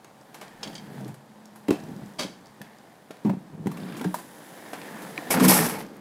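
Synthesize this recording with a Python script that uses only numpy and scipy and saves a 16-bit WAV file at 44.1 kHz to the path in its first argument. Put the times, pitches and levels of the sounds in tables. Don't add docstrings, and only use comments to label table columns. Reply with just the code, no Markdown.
import sys
import numpy as np
from scipy import signal
from scipy.fft import rfft, irfft
from scipy.io import wavfile
from scipy.ndimage import uniform_filter1d

SR = 44100
rng = np.random.default_rng(int(sys.argv[2]) if len(sys.argv) > 2 else 0)


def gain_from_decibels(decibels):
    exponent = np.asarray(decibels, float) / 20
    return 10 ** exponent


def file_out(sig):
    cols = np.atleast_2d(sig).T
    lim = np.clip(cols, -1, 1)
    pcm = np.round(lim * 32767).astype(np.int16)
    wavfile.write(sys.argv[1], SR, pcm)


N = 264688
ON_NEAR_RAMP_S = 5.3


def evened(x):
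    return x / np.sqrt(np.mean(x ** 2) + 1e-20)


def curve(rows):
    t, db = np.transpose(rows)
    return gain_from_decibels(np.interp(np.arange(N) / SR, t, db, left=-120, right=-120))


def swells(rows):
    coarse = np.arange(0, N + 32, 32)
    t = coarse / SR
    level = 0
    for peak_s, db, rise, fall in rows:
        away = np.maximum((peak_s - t) / max(rise, .002), (t - peak_s) / max(fall, .002))
        level = level + gain_from_decibels(db - 20 * away)
    return np.interp(np.arange(N), coarse, level)


def add(mix, s, sound):
    part = mix[round(s * SR):][:len(sound)]
    part += sound[:len(part)]


def highpass(x, order, hz):
    return signal.sosfilt(signal.butter(order, hz, "high", fs=SR, output="sos"), x)


def ring(x, modes):
    out = 0
    for hz, width, db in modes:
        pole = np.exp((2j * np.pi * hz - np.pi * width) / SR)
        mode = signal.lfilter([1 - abs(pole)], [1, -pole], x + 0j).real
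        out = out + gain_from_decibels(db) * 2 * mode
    return out


def coloured(x, colour):
    hz, db = np.transpose(colour)
    bins = np.fft.rfftfreq(len(x), 1 / SR)
    gain = gain_from_decibels(np.interp(np.log(bins + 1), np.log(hz), db))
    return evened(irfft(rfft(x) * gain, len(x)))


def flutter(size, db):
    smooth = uniform_filter1d(uniform_filter1d(rng.standard_normal(N), size), size)
    return gain_from_decibels(db * evened(smooth))


def steadied(x, share):
    power = uniform_filter1d(x ** 2, size=900)
    return evened(x / (power + .02) ** (share / 2))


def grit(per_s, spread_db):
    size = gain_from_decibels(spread_db * np.minimum(rng.exponential(1, N), 5))
    return size * rng.standard_normal(N) * (rng.random(N) < per_s / SR)


# (f/Hz, level/dB)
WASH = [(15, -50), (25, -40), (53, -29), (138, -2.5), (213, -2), (338, -14), (783, -9.5), (872, -9.5),
        (1110, -12.5), (1540, -22.5), (2510, -26.5), (9230, -33), (15000, -59), (16300, -47)]
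# (t/s, level/dB)
HUM = [(0, -62.5), (1.2, -57), (1.33, -53.5), (1.55, -53), (1.7, -54), (2.7, -57), (3.1, -94), (6, -50)]


def traffic():
    wash = coloured(rng.standard_normal(N), WASH) * flutter(size=3000, db=0.8)
    motor = evened(ring(rng.standard_normal(N), [(213, 5, 0)]))
    return gain_from_decibels(-55) * wash + curve(HUM) * steadied(motor, share=0.71)


# (f/Hz, level/dB)
PUFF_COLOUR = [(15, -2), (30, 10), (50, -1), (80, -1), (140, -45)]
# (peak t/s, level/dB, rise time/s per 20 dB, fall time/s per 20 dB)
PUFFS = [(.65, -64, 0.5, 1), (1.7, -58, -0.4, .08), (2.2, -67, -1.2, 0.7), (3.26, -56, .02, 0),
         (3.67, -61, 0.5, .08), (4.05, -62, -0.8, 0.4), (4.15, -68, 0.5, -0.5), (5.19, -67, 0.5, 0),
         (5.33, -52, 0, -1), (5.46, -48, 0.16, 0.5), (5.715, -60, -1.9, -1.7), (1.17, -62, -0.5, 0),
         (1.8, -60, 0, 0.5), (2.08, -62, -1.5, -0.2), (2.62, -62, -1.5, -0.5), (3.76, -62, -0.5, .06),
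         (4.85, -61, 0, -0.5)]


def puffs():
    return coloured(rng.standard_normal(N), PUFF_COLOUR) * swells(PUFFS)


# (t/s, peak level/dB, centre f/Hz)
TICKS = [(0.481, -38.5, 3260), (1.047, -37.5, 3770), (1.7552, -36, 3080), (3.17, -41, 2270),
         (3.888, -44, 2310), (3.924, -39, 2380), (3.9968, -36, 2200), (4.817, -34, 2930),
         (4.9863, -47, 2260), (5.1783, -30, 2830), (5.789, -37, 2310)]
# (t/s, peak level/dB, centre f/Hz)
FINE_TICKS = [(0.046, -40.5, 7100), (.213, -46, 5540), (0.744, -37.5, 7600), (1.01, -41.5, 4620),
              (1.457, -37, 5800), (1.8023, -40, 5640), (1.8385, -39, 5200), (1.888, -46, 4790),
              (1.9644, -40.5, 5210), (2.061, -44, 5890), (2.1375, -45, 6130), (2.412, -49.5, 5560),
              (2.459, -42, 4750), (2.4698, -41, 4800), (2.786, -44, 4800), (4.9094, -45, 7490),
              (5.161, -40, 4720), (5.8661, -41.5, 5400), (5.9685, -42, 11000)]


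def ticks():
    out, t = np.zeros(N), np.arange(2048) / SR
    for s, db, hz in TICKS + FINE_TICKS:
        t60 = 0.016 * (2500 / hz) ** 0.31
        colour = [(hz / 4, -32), (hz / 1.3, -7), (hz, 0), (hz * 1.3, -5), (hz * 4, -22)]
        puff = coloured(rng.standard_normal(len(t)), colour)
        add(out, s - .001, puff * gain_from_decibels(db - 4 - 60 * t / t60) * np.minimum(t * 1500, 1))
    return out


def rattle(rows, top_hz, tilt):
    t, out = np.arange(700) / SR, 0
    for hz in np.geomspace(900, top_hz, num=15):
        clink = np.sin(2 * np.pi * hz * t) * gain_from_decibels(-60 * t / 0.014)
        out = out + signal.oaconvolve(grit(300, 1.5), clink)[:N] * (1000 / hz) ** tilt
    return evened(out) * curve(rows)


# (t/s, level/dB)
BOX_RATTLE = [
    (3.68, -80),
    (3.75, -59),
    (3.85, -51.5),
    (3.95, -47.5),
    (4.05, -53),
    (4.12, -87),
]
# (t/s, level/dB)
JIGGLE = [
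    (4.1, -70),
    (4.3, -63),
    (4.6, -61),
    (4.8, -54),
    (5.0, -47),
    (5.15, -61),
    (5.29, -58),
]


def loose_parts():
    return rattle(BOX_RATTLE, top_hz=5200, tilt=0.59) + rattle(JIGGLE, top_hz=2670, tilt=0.76)


# (t/s, peak level/dB, f/Hz, t60/s)
KNOCKS = [(1.7065, -14, 500, 0.014), (1.709, 1, 334, 0.015), (3.296, -21, 997, 0.027),
          (4.143, -14, 956, 0.029), (4.144, -24.5, 626, 0.036), (4.159, -29, 930, 0.023),
          (4.734, -27, 420, .03), (4.051, -29, 610, .03), (4.064, -36, 1600, 0.031),
          (5.1842, -28, 304, 0.091), (5.184, -27, 1050, .025), (1.742, -30, 480, .04),
          (5.185, -29, 730, 0.027), (5.222, -27, 710, .02)]
# (t/s, peak level/dB, f/Hz, t60/s)
PINGS = [(2.615, -31, 1746, .024), (3.671, -31, 2030, 0.02), (4.0458, -26.5, 1610, 0.027),
         (5.1781, -8, 2400, 0.0069), (5.1781, -19, 3200, 0.005), (.631, -34, 4700, .015),
         (.631, -26, 5200, .02), (.631, -29, 3150, .035), (.7545, -46, 3200, .02), (.7545, -35, 4600, .02),
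         (4.143, -28, 1650, .03), (3.297, -34, 1680, 0.028), (3.258, -28, 860, .03),
         (5.1765, -27, 1790, 0.04), (5.188, -32, 1840, 0.036), (1.6906, -29, 3130, .012),
         (1.707, -20, 1430, .012)]
# (t/s, peak level/dB, f/Hz, t60/s)
CLINKS = [(3.69, -50, 4200, .012), (3.716, -36, 1130, 0.055), (3.719, -47, 2670, .03),
          (3.743, -45, 4250, .02), (3.772, -36, 1140, .04), (3.773, -36, 2300, .02),
          (3.776, -39, 2700, .025), (3.803, -42, 4540, .015), (3.823, -44, 3320, 0.013),
          (3.833, -39, 3600, 0.016), (3.888, -38, 2320, .02), (3.893, -47, 4640, 0.027),
          (3.922, -37, 1590, .03), (3.948, -46, 3900, .02), (3.955, -42, 2500, .02),
          (3.968, -50, 5200, .02), (3.9966, -29, 2280, 0.016), (3.998, -36, 900, .02),
          (4.014, -33, 3400, 0.014)]
# (t/s, peak level/dB, f/Hz, t60/s)
SKIN_KNOCKS = [(5.312, -19, 670, 0.047), (5.308, -17, 2215, 0.022), (5.339, -17, 1900, .01),
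               (5.361, -17, 900, 0.0076), (5.3722, -8, 1490, .005), (5.409, -15, 1900, .008),
               (5.449, -13, 1800, .01), (5.406, -16.5, 1080, 0.038), (5.443, -17, 1060, 0.037),
               (5.497, -18, 1880, 0.038), (5.5, -14, 1000, 0.027), (5.512, -27, 2300, .03),
               (5.517, -11.5, 830, 0.061), (5.526, -14, 1140, 0.023), (5.548, -18, 850, 0.051),
               (5.563, -22, 830, 0.027), (5.564, -17, 1370, .025), (5.59, -20, 1800, 0.035),
               (5.631, -15.5, 774, .03), (5.636, -28, 1490, .02), (5.776, -30, 880, 0.067),
               (5.669, -34, 1200, 0.01), (5.712, -35, 700, 0.014)]


def knocks():
    out, t = np.zeros(N), np.arange(4096) / SR
    for s, db, hz, t60 in KNOCKS + PINGS + CLINKS + SKIN_KNOCKS:
        pair = np.sin(2 * np.pi * hz * t) + 0.13 * np.sin(2 * np.pi * 1.19 * hz * t)
        attack = 1 - np.exp(-t / 0.00051)
        add(out, s, gain_from_decibels(db - 1.5 - 60 * t / t60) * pair * attack)
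    return highpass(out, 2, 90)


# (t/s, crack level/dB, boot knock level/dB, t60/s)
ON_WOOD = [
    (0.6293, -23, -33.5, 0.081),
    (1.6831, -22, -19.5, 0.03),
    (3.2477, -48, -37, 0.14),
    (3.2951, -25, -32, 0.04),
    (5.1777, -25, -35, 0.07),
    (5.3048, -15, -18, 0.049),
    (5.3721, -15, -25, 0.14),
]
ON_SEAMS = [
    (0.0458, -23, -55, 0.015),
    (0.4125, -21, -47, 0.048),
    (0.4242, -30, -63, 0.08),
    (1.7063, -2.5, -19, 0.015),
    (3.1073, -24, -35, 0.041),
    (4.0425, -20, -27, 0.05),
    (4.732, -17.5, -48, 0.057),
    (5.3983, -6.5, -47, 0.076),
    (5.438, -32, -21, 0.043),
    (5.5644, -34, -17.5, 0.13),
]
ON_EDGES = [(0.3429, -30.5, -39, 0.11), (1.0787, -30, -59, 0.052), (1.1428, -29.5, -44, 0.026),
            (1.7263, -25.5, -51, 0.048), (2.616, -18.5, -27, 0.014), (3.66, -39, -33, 0.027),
            (3.6696, -20, -28, 0.019), (3.77, -30.5, -41, 0.052), (3.9669, -29.5, -50, 0.15),
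            (4.0124, -24, -25, 0.029), (5.0189, -30, -39.5, 0.13), (5.3394, -33, -15.5, 0.067),
            (5.684, -34, -40, 0.035)]
ON_FRAMES = [
    (1.557, -41.5, -45, 0.11),
    (3.715, -34.5, -35.5, 0.063),
    (5.4828, -6, -23, 0.04),
]
ON_AXLES = [
    (4.142, -21.5, -29.5, 0.08),
    (4.186, -31.5, -37.5, 0.081),
]
# (knock f/Hz, treble tilt/dB)
STRUCK = [(797, -23), (850, -7), (880, 2.5), (1030, 25.5), (1000, 15)]


def clacks():
    out, t = np.zeros(N), np.arange(8192) / SR
    attack = np.minimum(t / 0.0024, 1)
    for rows, (hz, tilt) in zip([ON_WOOD, ON_SEAMS, ON_EDGES, ON_FRAMES, ON_AXLES], STRUCK):
        colour = [(700, 13), (2200, 4.5), (5000, .5 * tilt), (11000, tilt), (15500, tilt - 7), (16300, -68)]
        for s, db, knock_db, t60 in rows:
            crack = coloured(rng.standard_normal(len(t)), colour)
            crack *= gain_from_decibels(-60 * t / t60) + gain_from_decibels(-13 - 60 * t / (5 * t60))
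            shell = evened(ring(rng.standard_normal(len(t)), [(hz * 0.93, 700, 0)]))
            knock = 0.29 * np.sin(2 * np.pi * hz * t) + 0.48 * shell
            knock *= gain_from_decibels(-60 * t / (0.94 * t60))
            add(out, s - .001, (gain_from_decibels(db - 14) * crack + gain_from_decibels(knock_db + 2) * knock) * attack)
    return out


# (t/s, peak level/dB, t60/s)
PLATE_HITS = [
    (0.632, -28, 0.086),
    (0.645, -46, 0.033),
    (0.6756, -36.5, 0.048),
    (0.7, -53, 0.046),
    (.712, -49, .03),
    (.732, -45, 0.052),
    (0.7534, -33, 0.079),
    (0.781, -40, 0.047),
    (.797, -50, .04),
    (2.193, -38, 0.053),
]
# (f/Hz, width/Hz, level/dB)
PLATE_MODES = [(2243, 58, -2.5), (3220, 160, -0.5), (3820, 160, -8), (4620, 200, -1.5), (5110, 180, -5.5),
               (6100, 330, -14)]
# (f/Hz, level/dB)
CHATTER = [(400, -50), (1200, -19), (2600, 2), (5500, 0), (9000, -4), (15500, -30), (16300, -70)]
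# (t/s, level/dB)
SKID = [
    (2.185, -47),
    (2.193, -31.5),
    (2.227, -35.5),
    (2.273, -51),
    (2.393, -73),
]
# (f/Hz, level/dB)
SKID_COLOUR = [(240, -15), (400, -0.5), (1710, -9), (1870, -13), (2090, -10.5), (4650, -11.5), (11000, -20),
               (16000, -36)]


def plate():
    out, t = np.zeros(N), np.arange(8192) / SR
    for s, db, t60 in PLATE_HITS:
        burst = coloured(rng.standard_normal(len(t)), CHATTER) * gain_from_decibels(db - 60 * t / t60)
        spot = rng.standard_normal((len(PLATE_MODES), 2))
        modes = [(hz * (1 + 0.0074 * shift), width, mode_db + 2 * lift)
                 for (hz, width, mode_db), (shift, lift) in zip(PLATE_MODES, spot)]
        add(out, s - .001, gain_from_decibels(3.5) * ring(burst, modes) + gain_from_decibels(-11.5) * burst)
    skid = coloured(grit(9000, 0.95), SKID_COLOUR) * curve(SKID)
    return out + skid + gain_from_decibels(7) * ring(skid, PLATE_MODES)


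# (t/s, peak level/dB, main panel f/Hz, t60/s)
SLAPS = [(.658, -33, 213, 0.32), (1.002, -31, 196, 0.27), (1.085, -32, 147, 0.18), (1.685, -12, 288, 0.1),
         (1.831, -33, 143.3, 0.24), (1.884, -35.5, 251, 0.12), (2.016, -29, 127, 0.089),
         (2.193, -28, 240.2, 0.24), (2.608, -32, 203, 0.05), (3.106, -31, 306, 0.019),
         (3.261, -22, 230, 0.2), (3.296, -13.5, 192, 0.059), (3.336, -22, 237, 0.035),
         (3.532, -34, 153, 0.145), (3.669, -13.5, 208, 0.045), (3.966, -33, 215, 0.19),
         (4.011, -27, 250, 0.066), (4.044, -22.5, 304, 0.15), (4.728, -35, 277, 0.075),
         (5.334, -29, 173, 0.084)]
# (t/s, peak level/dB, main panel f/Hz, t60/s)
PUSHES = [(.89, -42, 189, 0.16), (1.054, -30.5, 304, 0.078), (1.714, -15, 280, 0.075),
          (1.962, -34, 192, 0.05), (2.249, -25, 280, 0.036), (3.2493, -12, 215, 0.11),
          (3.272, -17.5, 186, 0.14), (3.369, -25.5, 192, 0.034), (3.595, -30, 154, 0.14),
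          (3.659, -16, 231, 0.029), (3.694, -25.5, 200, 0.072), (3.82, -34, 170, 0.054),
          (4.055, -24, 227, 0.06)]
# (ratio to main f, level/dB)
OVERTONES = [(0.994, 6.5), (1.371, 2), (1.666, -5.5), (4.1, -25), (0.741, -2)]
# (f/Hz, level/dB)
SLAP_COLOUR = [(250, 6), (500, 0.5), (900, -0.5), (1300, -17), (2500, -20), (5000, -35)]


def thumps():
    out, t = np.zeros(N), np.arange(SR // 3) / SR
    for rows, slap_share_db in [(SLAPS, -7.5), (PUSHES, -20.5)]:
        for s, db, hz, t60 in rows:
            body = 0
            for ratio, mode_db in OVERTONES:
                mode_hz = hz * ratio * rng.uniform(1.0, 1.05)
                body = body + gain_from_decibels(mode_db - 60 * t * ratio / t60) * np.sin(2 * np.pi * mode_hz * t)
            body *= 1 - np.exp(-t / 0.0036)
            slap = coloured(rng.standard_normal(len(t)), SLAP_COLOUR)
            slap *= gain_from_decibels(db + slap_share_db - 0.5 - 60 * t / (0.94 * t60))
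            slap *= 1 - np.exp(-t / 0.0027)
            add(out, s - .0005, gain_from_decibels(db) * body / abs(body).max() + slap)
    return highpass(out, 3, 120)


# (peak t/s, level/dB, rise time/s per 20 dB, fall time/s per 20 dB,
# f/Hz)
SWAYS = [(5.361, -22, .04, .04, 177), (5.462, -18, .1, .12, 178), (5.525, -24, 0.09, .08, 178),
         (5.605, -26, .1, .08, 172), (5.423, -19, .09, .2, 243), (5.652, -29, 0.09, 0.06, 240),
         (4.071, -22, .035, .05, 178), (1.07, -41, 0.27, .2, 136), (1.012, -36.5, .03, .05, 200),
         (5.49, -26, 0.14, .1, 305), (5.6, -31, .15, .15, 450), (5.61, -30, .05, .06, 310)]


def sways():
    turns = np.cumsum(flutter(size=2500, db=0.3)) / SR
    return np.sqrt(2) * sum(swells([row[:4]]) * np.sin(2 * np.pi * row[4] * turns) for row in SWAYS)


def drumming(panels, per_s, spread_db):
    hollow = ring(ring(grit(per_s, spread_db), panels), [(194, 152, 0)])
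    return evened(highpass(hollow, 2, min(panels)[0] * 1.06))


# (f/Hz, width/Hz, level/dB)
FAR_PANELS = [(99, 39, -2), (147, 55, 9), (192, 40, 6.5), (267, 38, -14), (330, 18, 3.5), (515, 170, -36)]
# (f/Hz, width/Hz, level/dB)
BOX_PANELS = [(158, 26, 6.5), (186, 61, 9.5), (250, 2.7, -3), (304, 24, 0), (398, 53, -5)]
# (peak t/s, level/dB, rise time/s per 20 dB, fall time/s per 20 dB)
PASSES = [
    (.68, -45, -0.3, -0.08),
    (.99, -40.5, 0.5, 0.17),
    (1.75, -41, 0, 0.6),
    (1.88, -43.5, -0.24, 0.58),
    (3.25, -55.5, 0, 0),
    (3.65, -50.5, 0.5, 0),
    (3.84, -36.5, 0.36, 0.3),
    (4.02, -42, 0.4, 0.34),
    (4.95, -44, .5, 1.5),
]


def plywood_drum():
    on_far_ramp = np.arange(N) < 2.5 * SR
    drum = np.where(on_far_ramp, drumming(FAR_PANELS, 400, 2.5), drumming(BOX_PANELS, 400, 0.75))
    return steadied(drum, share=0.71) * swells(PASSES) * (np.arange(N) < ON_NEAR_RAMP_S * SR)


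# (f/Hz, level/dB)
RUMBLE = [(70, -33), (180, -2.5), (300, 9), (375, 3), (442, 4.5), (816, 3), (1230, -6.5), (1650, -1.5),
          (2680, -14), (5000, -15), (6500, -58), (11000, -120)]
# (t/s, level/dB)
WHEELS = [(0, -56.5), (.13, -57.5), (.34, -53.5), (.57, -53.5), (.68, -46), (.82, -51.5), (.99, -47.5),
          (1.18, -58), (1.6, -56), (1.86, -50), (2.11, -51.5), (2.35, -56.5), (3.22, -55), (3.6, -59),
          (3.84, -46.5), (4.28, -50), (4.89, -44.5), (5.3, -42), (5.34, -54), (5.8, -50.5), (6.01, -57.5)]
# (f/Hz, level/dB)
BEARINGS = [(1760, -51), (3000, 5.5), (3870, 3.5), (4190, -16), (5140, 2), (7170, 2.5), (10400, 2.5),
            (15100, 0.5), (15900, -8), (16300, -18)]
# (t/s, level/dB)
RACES = [
    (0, -8),
    (3.8, -8),
    (4.0, 4),
    (4.55, 1),
    (4.75, -6),
    (5.05, 0),
    (5.3, -8),
]
# (t/s, level/dB)
FACING = [
    (0, -12.5),
    (3.7, -12.5),
    (4.35, -8),
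    (4.8, -9.5),
    (5.3, -10.5),
    (6.01, -11.5),
]
# (f/Hz, width/Hz, level/dB)
FRAME = [(1800, 180, 4.5), (2120, 97, -6), (830, 140, -2)]
# (t/s, level/dB)
FRAME_LEVEL = [(.3, -75), (.42, -63), (.85, -65), (1.0, -80), (2.6, -76.5), (2.66, -60), (2.8, -69),
               (3.1, -85), (4.2, -75), (4.6, -62), (4.9, -53), (5.1, -60), (5.22, -58), (5.3, -46)]


def wheels(fine, tread):
    hiss = coloured(tread, BEARINGS)
    hiss += ring(hiss, [(10250, 900, -1.5)]) * curve(RACES)
    rumble = coloured(fine, RUMBLE)
    return (rumble + hiss * curve(FACING)) * curve(WHEELS) + evened(ring(fine, FRAME)) * curve(FRAME_LEVEL)


# (start t/s, length/s, start level/dB, end level/dB)
SLIDES = [
    (5.308, 0.043, -20.5, -33.5),
    (5.389, 0.065, -50, -21.5),
    (5.483, 0.19, -15, -31.5),
    (5.69, 0.074, -36, -45.5),
    (5.789, 0.027, -44, -51.5),
    (5.308, 0.53, -46, -80.5),
]


def slides():
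    bite_s, let_go_s = 0.0044, 0.032
    coarse, level = np.arange(0, N + 32, 32), 0
    for s, length, db, end_db in SLIDES:
        times = [s - bite_s * 3, s, s + length, s + length + let_go_s * 3]
        level = level + gain_from_decibels(np.interp(coarse / SR, times, [db - 54, db, end_db, end_db - 62.5]))
    return np.interp(np.arange(N), coarse, level)


# (f/Hz, width/Hz, level/dB)
NEAR_PANELS = [(150, 30, -4), (205, 60, -6.5), (306, 63, -5.5), (435, 56, -5.5)]
# (peak t/s, level/dB, rise time/s per 20 dB, fall time/s per 20 dB)
FLEX = [
    (5.36, -28, -0.04, 0.2),
    (5.415, -25, 0, 0.08),
    (5.48, -25.5, 0.17, 0.15),
    (5.662, -34, 1.7, 0.2),
    (5.72, -40.5, -3, 0.6),
]
# (f/Hz, width/Hz, level/dB)
DECK = [(850, 120, 1), (1060, 98, -12), (1813, 75, -0.5), (2193, 140, 0.5)]
# (f/Hz, level/dB)
RUMBLE_NEAR = [(240, -43), (400, -3), (445, 0.5), (715, -3), (847, -1.5), (1600, -5), (1830, -7),
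               (3530, -18.5), (5000, -18), (6500, -19), (11000, -120)]
# (f/Hz, level/dB)
HISS = [(1760, -12), (3000, -9.5), (4010, -11.5), (5360, -5), (6730, -9.5), (8090, -4.5), (9320, -5.5),
        (11400, 0), (15300, -12), (16300, -44)]


def near_ramp(fine, tread):
    arrived = np.arange(N) >= ON_NEAR_RAMP_S * SR
    flex, slide = swells(FLEX) * arrived, slides() * arrived
    drum = steadied(drumming(NEAR_PANELS, 1500, 0.37), share=.7) * flex
    skin = coloured(fine, RUMBLE_NEAR) + gain_from_decibels(-4.5) * evened(ring(grit(2000, 0.97), DECK))
    keep = np.exp(-1 / (0.01 * SR))
    lagged = signal.lfilter([1 - keep], [1, -keep], slide)
    skin = evened(skin) * flutter(size=500, db=1.0) * gain_from_decibels(-8) * lagged ** 0.53 * flex ** 0.23
    return drum + skin + coloured(tread, HISS) * slide * flutter(size=600, db=0.9)


def rolling():
    fine = grit(6000, 1.73) * flutter(size=500, db=-0.5)
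    tread = grit(20000, 2.3) * flutter(size=400, db=0.5)
    return plywood_drum() + wheels(fine, tread) + near_ramp(fine, tread)


# (delay t/s, level/dB)
ECHOES = [
    (.005, -13.5),
    (.011, -13),
    (.016, -19),
]


def park(x):
    t = np.arange(SR // 4) / SR
    taps = rng.choice([-1., 1.], len(t)) * (rng.random(len(t)) < .04)
    taps *= gain_from_decibels(-60 * t / 0.37) * (t > .018)
    taps *= gain_from_decibels(-6.5) / np.linalg.norm(taps)
    for s, db in ECHOES:
        taps[round(s * SR)] = gain_from_decibels(db)
    returns = signal.oaconvolve(x, taps)[:N]
    return signal.sosfilt(signal.butter(1, 8400, fs=SR, output="sos"), returns)


def scene():
    hits = highpass(clacks() + ticks(), 2, 250)
    thuds, steel = thumps(), plate()
    returns = park(hits + gain_from_decibels(-7.5) * thuds + gain_from_decibels(-4.5) * steel)
    background = traffic() + puffs()
    struck = hits + thuds + steel + knocks() + returns
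    return (background + struck + loose_parts() + sways() + rolling())[None]


def low_pass(x):
    return signal.sosfilt(signal.butter(12, 16460, fs=SR, output="sos"), x)


def record(dry):
    thin = highpass(dry, 1, 60)
    limit = .9
    thin = limit * np.tanh(thin / limit)
    mix = signal.oaconvolve(thin, signal.firwin(701, 15900, fs=SR)[None], "same")
    return low_pass(mix)


dry = scene()
out = record(dry)
file_out(out)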